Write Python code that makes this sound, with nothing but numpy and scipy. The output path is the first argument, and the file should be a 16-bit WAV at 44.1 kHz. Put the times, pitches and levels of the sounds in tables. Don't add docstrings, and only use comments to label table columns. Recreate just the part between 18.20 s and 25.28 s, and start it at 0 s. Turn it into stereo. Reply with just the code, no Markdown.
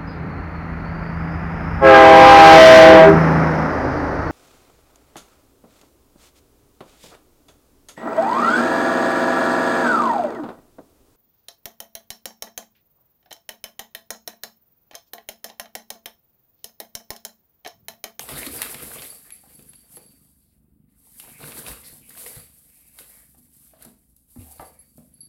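import sys
import numpy as np
from scipy import signal
from scipy.fft import rfft, irfft, next_fast_len
from scipy.io import wavfile
from scipy.ndimage import uniform_filter1d

SR = 44100
rng = np.random.default_rng(int(sys.argv[2]) if len(sys.argv) > 2 else 0)


def output_pcm(signal):
    pcm = np.clip(np.atleast_2d(signal).T, -1, 1) * 32767
    wavfile.write(sys.argv[1], SR, np.round(pcm).astype(np.int16))


N = 312228

# start_s, length_s, slide_db, crumple_db
PUSHES = [(0.0, 0.035, -44.5, -43), (0.097, 0.026, -41.5, -36.5), (0.169, 0.12, -41, -39),
          (0.339, 0.13, -40.5, -41), (0.501, 0.039, -43, -42.5), (0.613, 0.03, -41, -40),
          (0.701, 0.084, -44, -43.5), (0.834, 0.012, -43.5, -44), (1.042, 0.038, -67, -60.5),
          (1.297, 0.043, -57.5, -64), (1.723, 0.021, -53.5, -62), (3.03, 0.069, -56, -52),
          (3.233, 0.053, -46, -41), (3.356, 0.037, -43.5, -42.5), (3.471, 0.023, -43.5, -40),
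          (3.65, 0.044, -48, -53), (3.904, 0.028, -56, -55), (3.975, 0.13, -44.5, -50),
          (4.13, 0.053, -52.5, -51), (4.792, 0.014, -49.5, -51), (4.913, 0.09, -56, -63.5),
          (5.333, 0.17, -59.5, -89), (5.622, 0.01, -54.5, -55), (6.108, 0.057, -62.5, -72),
          (6.187, .28, -56, -60)]
# time_s, slide_db, crumple_db
FUR_BRUSH = [(0.0, -61, -64), (.95, -53, -68.5), (1.2, -61.5, -65.5), (1.85, -62.5, -68.5), (2.3, -73, -82),
             (2.46, -84.5, -83.5), (2.66, -85, -85.5), (2.85, -61.5, -67), (2.98, -52, -72.5),
             (3.15, -56, -74), (3.8, -60, -67.5), (4.22, -53.5, -70), (4.36, -60, -69.5),
             (4.95, -59.5, -76), (5.12, -63, -78.5), (5.6, -76.5, -66.5), (5.82, -73, -85),
             (6.08, -72.5, -92), (6.5, -65.5, -78.5), (7.08, -71.5, -76)]
HARD_PUSH_DB = -38.5
# frequency_hz, gain_db
SWISH_SPECTRUM = [(500, -30.5), (2000, -27), (4700, -14.5), (6200, -17), (7400, -10.5), (8300, -7),
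                  (9200, -8), (10600, -1.5), (12000, -0.5), (13500, -5), (15800, -13)]
CRINKLE_SPECTRUM = [(25, -44), (80, -19), (250, 8), (330, -1), (480, 4), (700, 4.5), (1100, -1),
                    (2000, 2.5), (3200, -1), (4700, -2), (6000, -22.5), (9000, -15), (15000, -32)]
FLAP_SPECTRUM = [(20, -32), (60, 1.5), (100, -2.5), (140, 2.5), (190, -5.5), (250, 2), (320, -2),
                 (480, -2.5), (700, -12.5), (1500, -19.5), (4000, -57)]
SNAP_SPECTRUM = [(25, -39), (100, -27.5), (600, -6), (2000, -1), (4200, -4), (6200, -13.5), (8300, -5),
                 (11000, 5.5), (16000, -11.5)]
# start_s, level_db, treble_db, fold_pitch_hz, fold_ring_db
CREASE_SNAPS = [(0.09, -7.5, -8, 755, 17), (.265, -7.5, -6, 2040, -3), (0.269, -8.5, -19, 4270, 11),
                (0.4182, 1, 0.5, 1970, -1), (0.4284, -1.5, -11, 1620, 4), (0.5443, -5.5, -14, 2000, 2),
                (0.8208, -9.5, -14, 4400, 5.5), (1.105, -23.5, 4, 2380, 3.5), (1.393, -25, -23, 2680, -3),
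                (1.534, -26, 1, 2330, -4), (1.77, -29.5, 10, 905, 20), (2.999, -18, 4.5, 3000, 9),
                (3.32, -11, -22, 2310, 1), (3.465, -9, -15.5, 2570, 5), (3.4831, -10.5, -12, 5000, 8.5),
                (3.906, -22.5, -5, 1580, 0), (4.063, -10, -19, 2350, -7), (4.788, -13, -13, 1500, -5)]
# start_s, level_db, pitch_hz
LARGE_FOLDS = [(.174, -28.5, 1920), (.2315, -22, 2280), (.495, -35.5, 2010), (.63, -39.5, 612),
               (0.716, -32, 1530), (.85, -28, 3800), (2.871, -55, 857), (3.204, -41.5, 1290),
               (3.241, -32, 1470), (3.515, -35, 1910), (3.533, -42, 3000), (3.951, -42.5, 1540)]
# start_s, level_db
SNAGS = [(1.4235, -37), (3.892, -29), (5.623, -29), (5.648, -30), (5.963, -42), (6.311, -38.5),
         (6.772, -39.5)]
# start_s,
# length_s, start_rate_hz, end_rate_hz, level_db
GLIDING_RASPS = [(0.123, .12, 1150, 2300, -41.5), (1.037, 0.11, 1467, 2493, -60),
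                 (2.17, 0.19, 4480, 4550, -80.5), (3.108, .1, 2250, 2450, -56.5),
                 (3.636, 0.041, 4940, 4460, -49), (3.8, 0.1, 2610, 2680, -62.5),
                 (4.423, 0.44, 2336, 2404, -71), (4.885, .19, 2145, 1794, -66), (6.23, 0.12, 704, 860, -60.5),
                 (6.521, .14, 2090, 2086, -72)]
# pitch_hz, level_db, t60_s
COLLAR_MODES = [(4557, 1, 0.06), (4600, 0.5, 0.065), (11060, 0.5, 0.046), (11070, 0, 0.063)]
# start_s, upper_pair_db, lower_pair_db
PELLET_STRIKES = [(.901, -36.5, -50), (1.122, -38, -68), (1.351, -47, -63), (1.489, -45, -69),
                  (1.552, -48, -59), (1.605, -50, -66), (1.7593, -36.5, -57), (1.862, -49, -66),
                  (4.1, -44, -59), (4.151, -44.5, -74), (4.199, -50, -57), (6.3226, -44.5, -63),
                  (6.451, -46.5, -60), (6.59, -47, -64), (6.939, -46, -76), (7.006, -37.5, -52),
                  (7.052, -47, -63.5)]
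# time_s, level_db
PURR_LEVELS = [(1.15, -65), (1.4, -54), (1.68, -61.5), (1.95, -57), (2.18, -68.5), (2.65, -56), (2.85, -66),
               (3.1, -51.5), (4.4, -65.5), (5.75, -62), (6.05, -73.5), (6.85, -58.5)]
# start_s, level_db, pitch_hz, rise_cycles
SOFT_BLOWS = [(.112, -41.5, 145, 1.8), (.268, -27, 283, 1.33), (.925, -42.5, 680, 0.44),
              (1.238, -44, 716, 0.57), (1.393, -42.5, 420, 0.48), (1.769, -46, 860, 0.65),
              (1.772, -37, 473, 0.65), (3.037, -45.5, 950, 1.5), (3.241, -36, 169, 0.25),
              (3.29, -36, 436, 0.68), (3.385, -48, 332, 0.91), (3.482, -33.5, 495, 0.65),
              (3.489, -42.5, 58, 1), (3.729, -38, 286, 0.21), (3.81, -44.5, 210, 0.67),
              (4.063, -34, 468, 0.8), (4.168, -36, 130, 0.31), (5.147, -49.5, 730, 0.4),
              (5.181, -46.5, 246, 0.89), (5.535, -42.5, 650, 1.55), (5.65, -38, 644, 0.56),
              (5.66, -38, 220, 0.73), (6.162, -33.5, 248.5, 1.26), (6.183, -35.5, 87, 1.04),
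              (6.204, -36.5, 228, 0.5), (6.42, -34, 480, 0.76), (6.781, -36.5, 223, 0.51),
              (6.78, -43, 613, 0.82)]
# pitch_hz, level_db, t60_s
TOY_TRAY_MODES = [(302, -11.5, 0.057), (570, -7, 0.1), (640, 1.5, 0.036), (765, -0.5, 0.057),
                  (1080, 2, 0.015), (1360, -8, 0.016), (1640, -3.5, 0.011), (2140, -5.5, 0.0058),
                  (2870, -14, 0.0077)]
# start_s, level_db
TRAY_KNOCKS = [(6.158, -50.5), (6.396, -28.5), (6.425, -42)]
# pitch_hz, level_db, t60_s
STANDING_WAVES = [(74.5, -61, 0.84), (155.5, -49.5, 0.16), (250, -57.5, 0.29), (446, -63.5, 0.31),
                  (505.3, -59, 0.52)]
# frequency_hz, gain_db
ROOM_TONE_SPECTRUM = [(20, -16), (60, 13), (120, -5.5), (240, -2), (400, -15.5), (2000, -35.5), (7000, -55),
                      (16000, -19.5)]


def cloth_movement(rise_db_per_s=339, sag_db_per_s=10, settle_db_per_s=176.5):
    t = np.arange(N) / SR
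    slide_power, crumple_power = undb(curve(FUR_BRUSH)) ** 2
    for start_s, length_s, slide_db, crumple_db in PUSHES:
        age_s = t - start_s
        shape_db = (rise_db_per_s * np.minimum(age_s, 0)
                    - sag_db_per_s * np.clip(age_s, 0, length_s)
                    - settle_db_per_s * np.maximum(age_s - length_s, 0))
        power = undb(np.maximum(shape_db, -100)) ** 2
        slide_power += power * undb(slide_db) ** 2
        crumple_power += power * undb(crumple_db) ** 2
    return 10 * np.log10(slide_power), 10 * np.log10(crumple_power)


def swish(slide_db, split_hz=7600, rasp_growth=0.092, boost_db=7):
    hiss = colour(grains(per_s=20000, spread_db=3.0), SWISH_SPECTRUM)
    rasp = passband(hiss, split_hz, "low", order=7)
    sheen = passband(hiss, split_hz, "high", order=7)
    rasp_db = rasp_growth * (slide_db - HARD_PUSH_DB)
    catch_db = 2.0 * walk(45)
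    return unit(sheen + undb(rasp_db) * rasp) * undb(slide_db + catch_db + boost_db)


def crinkle(crumple_db, trim_db=-4.5):
    crackle = colour(grains(per_s=1500, spread_db=1.6), CRINKLE_SPECTRUM)
    crackle = shifting_folds(crackle, depth_db=4.0, rate_hz=40)
    flurry_db = 2.5 * walk(90)
    return crackle / np.std(band(crackle, 860, 4300)) * undb(crumple_db + flurry_db + trim_db)


def shifting_folds(x, depth_db, rate_hz, lowest_hz=250, bands=18):
    size = next_fast_len(N)
    spectrum = rfft(x, size)
    hz = np.fft.rfftfreq(size, 1 / SR)
    band_index = np.clip(3 * np.log2((hz + 1) / lowest_hz), 0, bands - 1)
    shares = (np.maximum(1 - abs(band_index - k), 0) for k in range(bands))
    return sum(irfft(spectrum * share, size)[:, :N] * undb(depth_db * walk(rate_hz)) for share in shares)


def flap(crumple_db, hard_flap_db=-46, growth=1.41):
    heave_db = hard_flap_db + growth * (crumple_db - HARD_PUSH_DB)
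    boom = colour(diffuse_noise(N), FLAP_SPECTRUM)
    beat_db = 3 * walk(55)
    return boom / np.std(band(boom, 100, 900)) * undb(heave_db + beat_db)


def snaps(tear_db=-13, tear_t60=0.012, crackle_db=-23, crackle_t60=0.065, split_hz=6000, lag_s=0.00024):
    out, size = np.zeros((2, N)), SR // 8
    decay = undb(tear_db) * fade(tear_t60, size) + undb(crackle_db) * fade(crackle_t60, size)
    for start_s, level_db, treble_db, fold_hz, ring_db in CREASE_SNAPS:
        for mic, late_s in zip(out, (0, lag_s * rng.random())):
            pop = decay * rng.laplace(size=size) / np.sqrt(2)
            pop[0] = 1
            body = passband(pop, split_hz, "low")
            treble = undb(treble_db) * passband(pop, split_hz, "high")
            fold = undb(ring_db) * band(pop, fold_hz / 1.07, fold_hz * 1.07, order=1)
            add(mic, start_s + late_s, undb(level_db) * (body + fold - treble))
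    return colour(out, SNAP_SPECTRUM)


def pocks(crumple_db, boost_db=7, centre_hz=1400, octaves=3, small_count=900, lag_span_s=0.00025):
    out, size = np.zeros((2, N)), SR // 30
    buckles = [(start_s, undb(db) * bump(hz, cycles=1.0, size=size)) for start_s, db, hz in LARGE_FOLDS]
    for when, pitch, strength in rng.random((small_count, 3)):
        gain = undb(crumple_db[int(when * N)] + boost_db) * strength ** 2
        pitch_hz = centre_hz * 2 ** (octaves * (pitch - 0.5))
        buckles.append((when * N / SR, gain * bump(pitch_hz, cycles=0.85, size=size)))
    for start_s, pock in buckles:
        add(out[0], start_s + lag_span_s * (rng.random() - 0.5), pock)
        add(out[1], start_s, pock)
    return out


def thread_ticks(rise_s=0.0023):
    out = np.zeros((2, N))
    burst = swell(np.arange(SR // 30) / SR / rise_s)
    for start_s, level_db in SNAGS:
        for mic in out:
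            add(mic, start_s, undb(level_db) * burst * rng.standard_normal(len(burst)))
    return colour(out, SWISH_SPECTRUM)


def gliding_rasps(rate_spread=0.15):
    out = np.zeros(N)
    for start_s, length_s, start_hz, end_hz, level_db in GLIDING_RASPS:
        size = int(length_s * SR)
        pull = signal.windows.tukey(size, 0.5)
        phase = 2 * np.pi * np.cumsum(np.linspace(start_hz, end_hz, size)) / SR
        wobble = passband(rng.standard_normal((2, SR)), rate_spread * start_hz, "low")[:, -size:]
        rasp = unit(wobble[0] * np.cos(phase) + wobble[1] * np.sin(phase))
        add(out, start_s, undb(level_db) * pull * rasp)
    return out


def collar_bell(attack_s=0.00091, rattle_db=-6, mean_gap_s=0.0055, detune=0.00559, bounces=8):
    out, size = np.zeros(N), SR // 10
    onset = 1 - np.exp(-np.arange(size) / SR / attack_s)
    for time_s, upper_db, lower_db in PELLET_STRIKES:
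        for bounce in range(bounces + 1):
            landing_db = np.array([lower_db, lower_db, upper_db, upper_db]) + 2 * rng.standard_normal(4)
            modes = [(hz * (1 + detune * rng.standard_normal()), mode_db + hit_db, t60)
                     for (hz, mode_db, t60), hit_db in zip(COLLAR_MODES, landing_db)]
            add(out, time_s, undb(rattle_db * np.sqrt(bounce)) * onset * ring(modes, size))
            time_s += mean_gap_s * rng.exponential()
    return out


def pellet_roll(roll_db=-24, roll_t60=0.97):
    rubbing = np.zeros(N)
    for start_s, upper_db, _ in PELLET_STRIKES:
        add(rubbing, start_s, undb(upper_db + roll_db) * fade(roll_t60) * rng.standard_normal(SR // 2))
    shell = ring(COLLAR_MODES)
    return convolve(rubbing, shell / np.linalg.norm(shell))


def purr(pulse_hz=25.4, throat_hz=205, throat_t60=0.019, flutter_db=-4):
    level_db, = curve(PURR_LEVELS)
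    phase = np.cumsum(pulse_hz * (1 + 0.025 * walk(20))) / SR % 1
    pulses = (np.diff(phase, prepend=0) < 0) * undb(2.8 * walk(25))
    throat = ring([(throat_hz, 0, throat_t60)])
    throb = unit(band(convolve(pulses, throat), 110, 280))
    airflow = np.exp(-phase / 0.45)
    flutter = unit(band(rng.standard_normal(N) * airflow, 150, 306, order=3))
    return (throb + undb(flutter_db) * flutter) / 2 * undb(level_db)


def paw_thuds(scuff_db=-9, scuff_t60=0.043):
    out, t = np.zeros(N), np.arange(SR // 2) / SR
    for start_s, level_db, hz, cycles in SOFT_BLOWS:
        friction = unit(band(rng.standard_normal(len(t)), hz / 2, hz * 2))
        scuff = friction * np.minimum(t * hz / cycles, 1) * fade(scuff_t60)
        add(out, start_s, undb(level_db) * (bump(hz, cycles, len(t)) + undb(scuff_db) * scuff))
    return out


def toy_tray(crunch_db=-25, crunch_t60=0.067):
    blows = np.zeros(N)
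    for start_s, level_db in TRAY_KNOCKS:
        blow = undb(crunch_db) * fade(crunch_t60) * rng.standard_normal(SR // 2)
        blow[0] = 1
        add(blows, start_s, undb(level_db) * blow)
    body = sum((-1) ** k * ring([mode]) for k, mode in enumerate(TOY_TRAY_MODES))
    return convolve(blows, body)


def bathroom(x, wet_db, t60=0.38, gap_s=0.00099, dull_hz=9000):
    tail = diffuse_noise(SR // 2) * fade(t60)
    tail[:, :int(gap_s * SR)] = 0
    tail /= np.sqrt(np.sum(tail ** 2) / 2)
    tail = passband(tail, dull_hz, "low", order=1)
    return x + undb(wet_db) * convolve(x, tail + ring(STANDING_WAVES))


def room_tone(level_db=-65):
    return unit(colour(diffuse_noise(N), ROOM_TONE_SPECTRUM)) * undb(level_db + 0.61 * walk(4.2))


def diffuse_noise(size):
    mid, side = rng.standard_normal((2, size))
    side = passband(side, 900, "high", order=1) + 0.1 * side
    return np.array([mid + side, mid - side]) / np.sqrt(2)


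def grains(per_s, spread_db, lags_samples=(-15, -5, 1, 9)):
    out = np.zeros((2, N))
    for lag in lags_samples:
        strength = undb(spread_db * np.minimum(rng.exponential(size=N), 2 * np.pi))
        fires = rng.random(N) < per_s / len(lags_samples) / SR
        clicks = fires * strength * rng.choice([-1, 1], N)
        out += [np.roll(clicks, lag), clicks]
    return out


def bump(hz, cycles, size):
    turns = hz * np.arange(size) / SR
    return swell(turns / cycles) * np.sin(2 * np.pi * turns)


def swell(age):
    return age * np.exp(1 - age)


def ring(modes, size=SR // 2):
    t = np.arange(size) / SR
    return sum(undb(db) * fade(t60, size) * np.sin(2 * np.pi * hz * t) for hz, db, t60 in modes)


def fade(t60, size=SR // 2):
    return np.exp(-np.log(1000) * np.arange(size) / SR / t60)


def walk(rate_hz):
    hold = int(SR / rate_hz)
    steps = np.repeat(rng.standard_normal(N // hold + 1), hold)
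    return unit(uniform_filter1d(steps, hold)[:N])


def curve(rows):
    time_s, *columns = np.transpose(rows)
    return [np.interp(np.arange(N) / SR, time_s, column) for column in columns]


def colour(x, spectrum, size=4096):
    hz, db = np.transpose(spectrum)
    bins_hz = np.fft.rfftfreq(size, 1 / SR)
    gain = undb(np.interp(np.log(bins_hz + 1), np.log(hz), db))
    cepstrum = irfft(np.log(gain))
    cepstrum[1:size // 2] *= 2
    cepstrum[size // 2 + 1:] = 0
    return convolve(x, irfft(np.exp(rfft(cepstrum))))


def passband(x, hz, kind, order=2):
    return signal.sosfilt(signal.butter(order, hz, kind, fs=SR, output="sos"), x)


def band(x, lo_hz, hi_hz, order=2):
    return passband(x, [lo_hz, min(hi_hz, 0.49 * SR)], "band", order)


def convolve(x, response):
    return signal.fftconvolve(np.atleast_2d(x), np.atleast_2d(response), axes=1)[:, :N]


def add(track, start_s, sound):
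    i = max(int(start_s * SR), 0)
    track[i:i + len(sound)] += sound[:max(N - i, 0)]


def unit(x):
    return x / np.std(x)


def undb(db):
    return 10 ** (np.asarray(db) / 20)


def scene():
    slide_db, crumple_db = cloth_movement()
    sliding = swish(slide_db) + thread_ticks()
    crumpling = crinkle(crumple_db) + pocks(crumple_db) + flap(crumple_db)
    near = sliding + crumpling + purr()
    far = paw_thuds() + toy_tray() + gliding_rasps()
    return (bathroom(collar_bell() + pellet_roll(), wet_db=0.0, t60=0.22)
            + bathroom(near, wet_db=-2.5)
            + bathroom(undb(-2.0) * snaps(), wet_db=-3.0)
            + bathroom(undb(-3.5) * far, wet_db=3.5)
            + room_tone())


def record(dry):
    top_hz = 15950
    return signal.sosfilt(signal.ellip(10, 0.2, 70, top_hz, fs=SR, output="sos"), dry)


dry = scene()
out = record(dry)
output_pcm(out)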